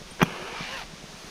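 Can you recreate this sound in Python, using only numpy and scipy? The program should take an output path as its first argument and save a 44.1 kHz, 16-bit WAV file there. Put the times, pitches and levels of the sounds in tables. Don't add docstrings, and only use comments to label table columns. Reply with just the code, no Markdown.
import sys
import numpy as np
from scipy.fft import rfft, irfft, next_fast_len
from scipy.io import wavfile
from scipy.ndimage import map_coordinates

SR = 44100
rng = np.random.default_rng(int(sys.argv[2]) if len(sys.argv) > 2 else 0)


def pcm_store(signal):
    levels = np.round(np.clip(np.atleast_2d(signal), -1, 1) * 32767)
    wavfile.write(sys.argv[1], SR, levels.astype(np.int16).T)


N = 57330
T = np.arange(N) / SR


def amp(db):
    return 10 ** (np.asarray(db) / 20)


def unit(x):
    return x / np.sqrt(np.mean(x ** 2) + 1e-20)


def along(points, hz):
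    f, v = np.transpose(points)
    return np.interp(np.log(hz + 1), np.log(f + 1), v)


def curve(rows):
    return np.interp(T, *np.transpose(rows))


def wobble(rate):
    knots = rng.standard_normal(int(N * rate / SR) + 4)
    return map_coordinates(knots, [T * rate])


def filtered(x, response):
    m = next_fast_len(N + 8192)
    gain = response(np.fft.rfftfreq(m, 1 / SR))
    return irfft(rfft(x, m) * gain, m)[..., :N]


def coloured(x, spectrum):
    return filtered(x, lambda hz: amp(along(spectrum, hz)))


def noise(spectrum):
    return unit(coloured(rng.standard_normal(N), spectrum))


def ring(modes, start, attack):
    t = np.maximum(T - start, 0)
    onset = 1 - np.exp(-t / attack)
    return onset * sum(amp(db - 60 * t / t60) * np.sin(2 * np.pi * hz * t) for hz, db, t60 in modes)


def burst(start, rise, t60):
    return amp(-60 * np.maximum((start - T) / rise, (T - start) / t60))


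def click(start, spectrum):
    impulse = 1. * (np.arange(N) == round(start * SR))
    pulse = coloured(impulse, spectrum)
    return pulse / pulse.max()


# (time [s], level [dB])
AIR_SPECTRUM = [(60, -22), (110, -21), (160, -3), (280, -10), (420, -10.5), (1000, -14), (2760, -16),
                (6400, -18), (7400, -27), (9500, -29), (12000, -39.5), (15000, -44)]
AIR_LEVEL = [(0, -45.5), (.17, -45), (.9, -45), (1.05, -45), (1.3, -43.5)]
# (time [s], level [dB])
FIZZ_SPECTRUM = [(6000, -38), (9000, 3), (11500, -3), (15000, -7)]
FIZZ_LEVEL = [(0, -67), (.17, -64), (.5, -77), (.78, -58), (.9, -74), (1.3, -60.5)]


def air():
    hiss = noise(AIR_SPECTRUM) * amp(curve(AIR_LEVEL))
    fizz = noise(FIZZ_SPECTRUM) * amp(curve(FIZZ_LEVEL))
    return hiss + fizz


# (time [s], level [dB])
WIND_SPECTRUM = [(10, -8), (30, 7), (60, 0.5), (100, -23), (600, -82)]
WIND_LEVEL = [(0, -52.5), (.19, -51.5), (.35, -55), (.58, -55), (.78, -55), (.85, -48.5), (.93, -55),
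              (1.03, -53), (1.3, -55)]


def wind():
    return noise(WIND_SPECTRUM) * amp(curve(WIND_LEVEL))


PULSE_FIRST_S, PULSE_GAP_S, PULSE_WIDTH_S = 0.0178, .1024, .0042
PULSE_HZ, PULSE_DB = 171, -37.5


def pulsing():
    t = (T - PULSE_FIRST_S + PULSE_GAP_S / 2) % PULSE_GAP_S - PULSE_GAP_S / 2
    return amp(PULSE_DB) * np.exp(-(t / PULSE_WIDTH_S) ** 2) * np.cos(2 * np.pi * PULSE_HZ * t)


# (frequency [Hz], relative level [dB], t60 [s])
MOUNT_MODES = [(161.5, 0, 0.041), (221, -6, 0.013), (403, -20, 0.039), (608, -19.5, 0.042)]
# (frequency [Hz], level [dB])
SHUDDER_SPECTRUM = [(80, -34), (140, 0.5), (270, -7.5), (400, -24), (1000, -47)]
THUD_LEAD_S, THUD_ATTACK_S, THUD_LOW_HZ = 0.00096, 0.00051, 119.5
SHUDDER_DB, SHUDDER_RISE_S, SHUDDER_T60_S = -28, 0.0077, 0.29


def thud(start, db):
    boom = ring(MOUNT_MODES, start - THUD_LEAD_S, THUD_ATTACK_S)
    shudder = noise(SHUDDER_SPECTRUM) * burst(start, SHUDDER_RISE_S, SHUDDER_T60_S)
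    shaken = boom + amp(SHUDDER_DB) * shudder
    return amp(db) * filtered(shaken, lambda hz: 1 - 1 / (1 + (hz / THUD_LOW_HZ) ** 10))


# (time [s], thud level [dB], dull tap level [dB])
BUMPS = [(.0178, -52, -34.5), (0.6087, -24, -35), (1.041, -41, -37)]
# (frequency [Hz], level [dB])
TAP_SPECTRUM = [(100, -23), (600, 1), (1400, -32), (4000, -47)]


def bumps():
    return sum(thud(s, thud_db) + amp(tap_db) * click(s, TAP_SPECTRUM) for s, thud_db, tap_db in BUMPS)


# (frequency [Hz], level [dB], t60 [s])
STEEL_MODES = [(3200, -46, 0.17), (8870, -39, 0.063), (9010, -44.5, 0.075)]


def clink():
    return ring(STEEL_MODES, start=.107, attack=.003)


# (time [s], crack level [dB], thud level [dB],
# bright snap level before a 9 dB cut [dB], metal ring level [dB], crack dull above [Hz])
JERKS = [(.1972, -23, -58, -65, -53, 3200), (0.2076, -11.5, -53, -43, -43, 4500),
         (.2183, -2, -27, -31, -32, 4800), (.2245, -10, -25, -55, -27.5, 1400),
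         (.2295, -2.5, -3.5, -13.5, -24, 3020), (.2333, -13, -22, -23, -26.5, 2000)]
# (frequency [Hz], level [dB])
CRACK_SPECTRUM = [(70, -5), (200, -9.5), (410, 6.5), (500, 1), (630, 4.5), (720, -2.5), (930, 2.5),
                  (1700, 1.5), (1950, -1), (2400, 0), (3100, -10), (3900, -16.5), (5600, -21), (7500, -41)]
# (frequency [Hz], level [dB])
SNAP_SPECTRUM = [(2000, -29), (3600, 0), (4800, -10), (6000, 11), (7400, -33), (9000, 0.5), (11500, -10),
                 (12500, 9), (14200, -6), (15700, -8)]
# (frequency [Hz], relative level [dB], t60 [s])
DESCENDER_MODES = [(1720, -5, 0.026), (2424, -2, 0.036), (3284, 2, .06), (5930, -3, 0.022),
                   (6490, -12.5, 0.036)]
SCRAPE_DB, SCRAPE_RISE_S, SCRAPE_T60_S = -10, .016, .014
SNAP_RISE_S, SNAP_T60_S = 0.0019, 0.0075


def knocks():
    out = np.zeros(N)
    for s, crack_db, thud_db, snap_db, ring_db, top_hz in JERKS:
        scrape = amp(SCRAPE_DB) * noise(CRACK_SPECTRUM) * burst(s, SCRAPE_RISE_S, SCRAPE_T60_S)
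        crack = click(s, CRACK_SPECTRUM) + scrape
        out += amp(crack_db) * filtered(crack, lambda hz: 1 / np.sqrt(1 + (hz / top_hz) ** 4))
        out += amp(snap_db - 9) * noise(SNAP_SPECTRUM) * burst(s, SNAP_RISE_S, SNAP_T60_S)
        out += amp(ring_db) * ring(DESCENDER_MODES, s, THUD_ATTACK_S)
        out += thud(s, thud_db)
    return out


SQUEAK_WIDTH_HZ, SQUEAK_FADE_S = 300, 0.015


def squeak(track):
    s, hz, db = np.transpose(track)
    carrier = np.exp(2j * np.pi * np.cumsum(np.interp(T, s, hz)) / SR)
    band = (wobble(SQUEAK_WIDTH_HZ) + 1j * wobble(SQUEAK_WIDTH_HZ)) * carrier
    fade = np.clip(1 + np.minimum(T - s[0], s[-1] - T) / SQUEAK_FADE_S, 0, 1)
    return unit(band.real) * fade * amp(np.interp(T, s, db))


# (time [s], rate [Hz], fundamental level [dB], octave level [dB])
WEAVE = [(.26, 400, -12, -23), (.335, 352, -15.5, -27), (0.421, 362, -8, -30), (.472, 394.5, -12, -22),
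         (.513, 492.8, -12, -22), (.54, 428, -27, -14.5), (0.576, 465, -28, -7.5), (.612, 490, -24, -14),
         (.66, 480, -28, -38), (.70, 500, -14.5, -14), (.745, 552, -7, -4), (.787, 472, -19, -5),
         (.825, 388.5, -23.5, -7.5)]
ZIP_JITTER, ZIP_FLUTTER_DB = .018, 2.6
THIRD_DB = -4.5


def zip_tone():
    s, hz, low_db, octave_db = np.transpose(WEAVE)
    rate = np.interp(T, s, hz) * (1 + ZIP_JITTER * wobble(220))
    phase = 2 * np.pi * np.cumsum(rate) / SR
    out = np.zeros(N)
    for k, db in enumerate([low_db, octave_db, octave_db + THIRD_DB], 1):
        fluttering = np.sin(k * phase) * amp(ZIP_FLUTTER_DB * wobble(67.73))
        out += amp(np.interp(T, s, db)) * unit(fluttering)
    return out


# (frequency [Hz], level [dB])
EARLY_SPECTRUM = [(150, -28), (260, -13), (360, -5.5), (500, -3), (650, -9.5), (900, -4), (1300, -8),
                  (1750, -7.5), (1930, -21), (2130, -9), (2950, -8.5), (3350, -18), (6400, -24.5),
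                  (7300, -36), (10300, -30.5), (15000, -47)]
# (frequency [Hz], level [dB])
LATE_SPECTRUM = [(150, -12.5), (430, -21), (700, -4.5), (1100, -6.5), (1380, -9.5), (1600, -3.5),
                 (2800, -6), (4000, -9.5), (5800, -14), (7400, -28), (12300, -34.5), (15000, -48)]
# (time [s], level [dB])
RUB_LEVEL = [(0.245, -41), (0.251, -37), (0.533, -37.5), (0.599, -36.5), (0.673, -37.5), (0.743, -36.5),
             (0.827, -38), (0.853, -60), (0.87, -53)]
# (time [s], centre frequency [Hz], level [dB])
SQUEAKS = [
    [(.53, 1180, -18), (.57, 1244, -5), (.61, 1143, -5), (.655, 1160, -11.5)],
    [(.70, 1750, -22), (.75, 1870, -3), (.785, 1862, -21)],
    [(.765, 810, -13), (.79, 798, -12), (.825, 786, -7)],
    [(.51, 2328, -14), (.62, 2315, -8), (.69, 2316, -9)],
    [(.64, 2817, -12), (.715, 2895, -7), (.82, 2470, -11)],
]
# (frequency [Hz], level [dB])
FIBRE_SPECTRUM = [(1500, -19), (3500, 7), (6200, -3), (15000, -37)]
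# (time [s], level [dB])
CATCHES = [(.3065, -23), (.4812, -24), (.5668, -39), (.7475, -39)]
RUB_START_S, RUB_END_S, RUB_FADE_S = 0.238, .85, 0.01
BRIGHTEN_S, BRIGHTEN_LENGTH_S = 0.56, 0.1
RUB_DB, GRAIN_DB = -1.5, 1.8
FIBRE_DB, FIBRE_SPREAD_DB = -16, 5


def rope():
    late = np.clip(.5 + (T - BRIGHTEN_S) / BRIGHTEN_LENGTH_S, 0, 1)
    rub = np.sqrt(1 - late) * noise(EARLY_SPECTRUM) + np.sqrt(late) * noise(LATE_SPECTRUM)
    friction = amp(RUB_DB) * unit(rub * amp(GRAIN_DB * wobble(350)))
    friction += sum(squeak(track) for track in SQUEAKS) + zip_tone()
    crackle = unit(noise(FIBRE_SPECTRUM) * amp(FIBRE_SPREAD_DB * wobble(700)))
    friction += amp(FIBRE_DB) * late * crackle
    gate = np.clip(np.minimum(T - RUB_START_S, RUB_END_S - T) / RUB_FADE_S, 0, 1)
    catches = sum(amp(db) * click(s, CRACK_SPECTRUM) for s, db in CATCHES)
    return friction * gate * amp(curve(RUB_LEVEL)) + catches


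# (frequency [Hz], side level [dB])
WIDTH = [(2000, -70), (4800, -45), (9500, -42), (11000, -22), (13000, 1.5)]
# (frequency [Hz], share towards the right)
LEAN = [(9000, 0), (12500, 0.53)]


def scene():
    gear = knocks() + bumps() + clink()
    mid = gear + rope() + air() + pulsing() + wind()
    side = coloured(air(), WIDTH) - filtered(gear, lambda hz: along(LEAN, hz))
    return np.array([mid + side, mid - side])


CEILING, TOP_HZ = .85, 15600


def record(dry):
    rounded = dry / (1 + (dry / CEILING) ** 10) ** (1 / 10)
    return filtered(rounded, lambda hz: hz < TOP_HZ)


dry = scene()
out = record(dry)
pcm_store(out)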